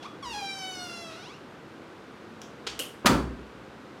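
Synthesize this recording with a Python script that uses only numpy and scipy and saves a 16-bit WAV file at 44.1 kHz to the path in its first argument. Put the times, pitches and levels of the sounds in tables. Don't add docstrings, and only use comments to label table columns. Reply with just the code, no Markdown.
import sys
import numpy as np
from scipy import signal
from scipy.fft import rfft, irfft
from scipy.io import wavfile
from scipy.ndimage import map_coordinates

SR = 44100
rng = np.random.default_rng(int(sys.argv[2]) if len(sys.argv) > 2 else 0)


def to_wav(sig):
    pcm = np.clip(np.atleast_2d(sig), -1, 1) * 32767
    pcm = np.round(pcm).astype(np.int16)
    wavfile.write(sys.argv[1], SR, pcm.T)


N = 176400
T = np.arange(N) / SR
TOP_HZ = 15900

# (frequency [Hz], t60 [s])
ROOM_DECAY = [(80,1),(300,0.43),(1000,0.45),(4000,0.35),(8000,0.37),(14000,0.31)]
# (frequency [Hz], relative density [dB])
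RUSH_SPECTRUM = [(15, -49), (25, -32), (70, -17), (120, -8.5), (148, -7.5), (211, -7.5), (299, -4),
                 (333, -7), (361, -5.5), (513, -8), (620, -13), (1060, -14), (1250, -13.5), (1550, -14.5),
                 (1730, -19), (3780, -27), (4690, -31), (14600, -51.5), (15800, -60)]
# (frequency [Hz], level [dB])
HUM_TONES = [(214,-58),(328.4,-55)]

# (time [s], slip rate [Hz], drive [dB])
CHIRP_PATH = [(0.018,569.5,-66),(0.03,703,-42),(0.042,903,-44),(0.052,1062,-42),(0.066,1220,-39),(0.076,1300,-70)]
# (time [s], slip rate [Hz])
SLIP_RATE = [(0.228,1153),(0.24,1081),(0.262,972),(0.294,951),(0.32,904),(0.344,822),(0.375,826),(0.422,793.2),(0.5,784),(0.598,767.6),(0.632,754),(0.745,742.6),(0.78,730.5),(0.803,722.4),(0.835,719),(0.9,690),(0.94,690.2),(1.022,678.8),(1.1,646),(1.165,660),(1.186,721),(1.215,735),(1.245,834),(1.3,1115),(1.38,1567)]
# (time [s], drive [dB])
SLIP_FORCE = [(0.222,-72),(0.227,-40),(0.27,-38),(0.34,-35.5),(0.43,-35),(0.56,-36),(0.76,-38),(0.92,-42),(1.08,-43),(1.15,-44.5),(1.3,-42),(1.37,-47),(1.41,-75)]
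# (time [s], rate scatter [ratio])
SLIP_JITTER = [(0.23,0.011),(0.32,0.015),(0.42,.008),(0.5,0.0017),(0.75,0.0033),(0.851,0.0098),(1.095,0.0045),(1.11,0.0623),(1.16,0.044),(1.2,0.015),(1.35,0.013)]
# (time [s], tilt [dB/octave])
SQUEAK_TILT = [(0.23,-1),(0.33,-0.5),(0.43,-2.1),(0.62,-0.5),(0.95,1),(1.15,-1.9),(1.36,-5)]
# (time [s], gain [dB])
FUNDAMENTAL_GAIN = [(0.23,2),(0.3,-3),(0.345,0),(0.39,-4),(0.43,3),(0.48,-6),(0.7,-4),(0.9,-5),(1.08,-5),(1.18,-10),(1.36,-11)]
# (frequency [Hz], gain [dB])
HINGE_RESPONSE = [(600,8.5),(800,-0.5),(1150,4.5),(1600,-12),(2300,-4.5),(3100,-4),(4000,-4),(5600,-4.5),(6800,-14),(8500,-19.5),(10300,-21),(12500,-33),(15500,-37)]
# (frequency [Hz], half-width [Hz], boost [dB])
HINGE_RESONANCES = [(1446,30,9),(1633,29,8.5),(2350,8.9,10),(2438,15,6),(2757,42,9.5),(3020,26,3),(3340,38,8.5),(3927,28,7.5),(4280,110,0.5),(5450,40,1),(5850,89,-0.5),(9200,570,-0.5)]
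# (frequency [Hz], gain [dB])
WALL_SEND = [(1000,-5),(3500,-8),(8000,-3),(15000,3)]

# (time [s], level [dB])
HANDLE_SCRAPES = [(2.4165,-38),(2.424,-53),(2.436,-50.5)]
BOLT_TOUCHES = [(2.667,-32),(2.670,-23.5),(2.6752,-26.5)]
SWITCH_SNAPS = [(2.792,-25),(2.796,-23)]
DOOR_THUDS = [(3.046,-21),(3.060,-18.5),(3.095,-17.5),(3.145,-20.5),(3.188,-30)]
BOLT_CLACKS = [(3.0575,-21),(3.060,-11),(3.0645,-12),(3.069,-10.5),(3.076,-26)]
# (frequency [Hz], relative gain [dB])
SCRAPE_SPECTRUM = [(1500,-8),(2800,-4),(3200,5),(4100,-12),(5700,2.5),(7400,-6.5),(8700,-22),(11000,-17),(15000,-28)]
TOUCH_SPECTRUM = [(180, -46), (300, -13), (492, -1.5), (581, -22), (720, -4), (1070, -4), (1460, -5),
                  (1700, -8.5), (3070, -1), (6460, -10.5), (15500, -40)]
SNAP_SPECTRUM = [(180,-40),(300,-8),(500,-4.5),(770,-13),(2300,-14),(2950,4),(3700,-12.5),(9450,-13),(13000,-14),(15500,-24)]
THUD_SPECTRUM = [(24,-38),(45,-11),(63,-6.5),(97,-24),(128,-3.5),(180,-5.5),(262,-0.5),(390,-7.5),(600,-11),(800,-16.5),(1300,-15.5),(3000,-41),(6600,-71)]
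CLACK_SPECTRUM = [(290, -40), (500, -7), (1330, 1), (2100, -6.5), (2460, -6.5), (2800, -7), (4570, -9.5),
                  (5130, -11.5), (10100, -20.5), (15500, -27)]
# (frequency [Hz], relative level [dB], t60 [s])
BOLT_MODES = [(1380,-4,0.29),(2230,-14,0.22),(3280,13.5,0.047),(4570,0,0.25)]
SWITCH_MODES = [(512,3.5,0.13),(2780,-3,0.15),(2930,-14,0.23),(3070,-1,.25),(3030,-9,0.085),(9300,-6,0.26)]
PANEL_MODES = [(62,1,0.88),(68.4,4,0.47),(128,-1.5,0.53),(177.4,-4.5,0.7),(218,-1,0.23),(234,-3,0.32),(262.3,3,0.3),(348,-3,0.59),(386,-1,0.74),(492,-4,0.34),(506,-12,0.25)]
PLATE_MODES = [(940,2,0.33),(1220,4,0.26),(1346,-4,0.45),(1970,-7.5,0.28),(2400,-9,0.35),(3440,-13,0.39),(4540,-10,0.45),(7260,-5,0.15)]
PUSHES, BOOM_HZ, BOOM_T60_S, BOOM_RISE_S = [(0.24, -47), (2.67, -48.5)], 61.5, 0.7, 0.029


def amp(db):
    return 10 ** (np.asarray(db) / 20)


def unit_rms(x):
    return x / np.sqrt(np.mean(x ** 2) + 1e-20)


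def log_interp(points, hz):
    knots_hz, values = np.transpose(points)
    return np.interp(np.log(hz + 1), np.log(knots_hz + 1), values)


def curve(rows, column=1):
    columns = np.transpose(rows)
    return np.interp(T, columns[0], columns[column])


def wobble(rate_hz):
    return map_coordinates(rng.standard_normal(int(N * rate_hz / SR) + 4), [T * rate_hz])


def coloured(x, spectrum):
    gain = unit_rms(amp(log_interp(spectrum, np.fft.rfftfreq(2 * N, 1 / SR))))
    cepstrum = irfft(np.log(gain + 1e-6))
    cepstrum[1:N] *= 2
    cepstrum[N + 1:] = 0
    return irfft(rfft(x, 2 * N) * np.exp(rfft(cepstrum)))[:N]


def reflections(x, wet_db, onset_s=0.0035):
    hz, t, noise = signal.stft(rng.standard_normal(SR), SR, nperseg=256)
    decay = amp(-60 * t / log_interp(ROOM_DECAY, hz)[:, None])
    tail = signal.istft(noise * decay, SR, nperseg=256)[1]
    tail *= 1 - np.exp(-(T[:len(tail)] / onset_s) ** 2)
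    return amp(wet_db) * signal.fftconvolve(x, tail / np.linalg.norm(tail))[:N]


def room_tone(rush_db=-46.5):
    out = amp(rush_db + 0.25 * wobble(7.34)) * unit_rms(coloured(rng.standard_normal(N), RUSH_SPECTRUM))
    for hz, db in HUM_TONES:
        out += amp(db + 4.3 * wobble(4.165)) * np.sin(2 * np.pi * hz * T + 0.87 * wobble(5))
    return out


def stick_slip(hz, jitter, tilt_db_oct, fundamental_db):
    rate_hz = hz * (1 + jitter * wobble(500) + 0.0024 * wobble(44.9))
    phase = 2 * np.pi * np.cumsum(rate_hz) / SR
    grid_hz = np.arange(0, TOP_HZ, 4)
    body_db = log_interp(HINGE_RESPONSE, grid_hz)
    for centre_hz, width_hz, boost_db in HINGE_RESONANCES:
        body_db += boost_db / (1 + ((grid_hz - centre_hz) / width_hz) ** 2)
    out = np.zeros(N)
    for k in range(1, 25):
        db = np.interp(k * hz, grid_hz, body_db) + tilt_db_oct * np.log2(k * hz / 2000)
        db += 2 * wobble(22.19) + (k == 1) * fundamental_db
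        out += (k * hz < TOP_HZ) * amp(db) * np.cos(k * phase + 2 * np.pi * rng.random())
    return out / 2


def hinge_whistle(hz=3370, db=-61, end_s=0.17):
    envelope = amp(db + 3.2 * wobble(32)) * np.clip((end_s - T) / 0.009, 0, 1)
    return envelope * np.sin(2 * np.pi * hz * T + 1.2 * wobble(115))


def hinge_chirp():
    hz, drive_db = curve(CHIRP_PATH), curve(CHIRP_PATH, column=2)
    tilt_db_oct = 1.5 - 6 * np.log2(hz / CHIRP_PATH[0][1])
    slips = stick_slip(hz, jitter=0.028, tilt_db_oct=tilt_db_oct, fundamental_db=-1)
    return amp(drive_db) * slips * (T < CHIRP_PATH[-1][0])


def hinge_squeak():
    slips = stick_slip(curve(SLIP_RATE), curve(SLIP_JITTER), curve(SQUEAK_TILT), curve(FUNDAMENTAL_GAIN))
    sliding = (T > SLIP_FORCE[0][0]) & (T < SLIP_FORCE[-1][0])
    return amp(curve(SLIP_FORCE)) * slips * sliding


def hinge():
    direct = hinge_whistle() + hinge_chirp() + hinge_squeak()
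    send = amp(log_interp(WALL_SEND, np.fft.rfftfreq(2 * N, 1 / SR)))
    to_walls = irfft(rfft(direct, 2 * N) * send)[:N]
    return direct + reflections(to_walls, wet_db=1)


def door_boom():
    boom = np.zeros(N)
    for start_s, db in PUSHES:
        t = np.maximum(T - start_s, 0)
        envelope = amp(db - 60 * t / BOOM_T60_S) * (1 - np.exp(-t / BOOM_RISE_S))
        boom += envelope * np.sin(2 * np.pi * BOOM_HZ * t)
    return boom


def contacts(hits, spectrum, burst_t60_s, wet_db, modes=(), ring_db=0):
    crack, ring = np.zeros(N), np.zeros(N)
    for start_s, db in hits:
        start = round(start_s * SR)
        envelope = amp(db - 60 * T[:N - start] / burst_t60_s)
        crack[start:] += envelope * rng.standard_normal(N - start)
        impulse = np.linalg.norm(envelope) * (np.arange(N) == start)
        crack += reflections(impulse, wet_db)
    hardest_s, hardest_db = max(hits, key=lambda hit: hit[1])
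    t = np.maximum(T - hardest_s, 0)
    for hz, mode_db, t60_s in modes:
        flutter_db = 2 * wobble(60)
        envelope = amp(hardest_db + mode_db + flutter_db - 60 * t / t60_s) * (1 - np.exp(-t * hz / 2))
        ring += envelope * np.sin(2 * np.pi * hz * t + 0.5 * wobble(40))
    return coloured(crack, spectrum) + amp(ring_db) * ring


def handle_scrape():
    return contacts(HANDLE_SCRAPES, SCRAPE_SPECTRUM, burst_t60_s=0.027, wet_db=-1.5)


def bolt_touch():
    return contacts(BOLT_TOUCHES, TOUCH_SPECTRUM, burst_t60_s=0.021, wet_db=-1.5,
                    modes=BOLT_MODES, ring_db=-19)


def light_switch():
    return contacts(SWITCH_SNAPS, SNAP_SPECTRUM, burst_t60_s=0.02, wet_db=0,
                    modes=SWITCH_MODES, ring_db=-15)


def door_thud():
    return contacts(DOOR_THUDS, THUD_SPECTRUM, burst_t60_s=0.15, wet_db=-4,
                    modes=PANEL_MODES, ring_db=-10)


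def bolt_clack():
    return contacts(BOLT_CLACKS, CLACK_SPECTRUM, burst_t60_s=0.029, wet_db=-5,
                    modes=PLATE_MODES, ring_db=-16.5)


def scene():
    mix = room_tone() + hinge() + door_boom()
    mix += handle_scrape() + bolt_touch() + light_switch() + door_thud() + bolt_clack()
    return mix[None]


def record(dry, ceiling=0.62):
    rounded = dry / (1 + (dry / ceiling) ** 4) ** 0.25
    passband = np.fft.rfftfreq(2 * N, 1 / SR) < TOP_HZ
    return irfft(rfft(rounded, 2 * N) * passband)[..., :N]


dry = scene()
out = record(dry)
to_wav(out)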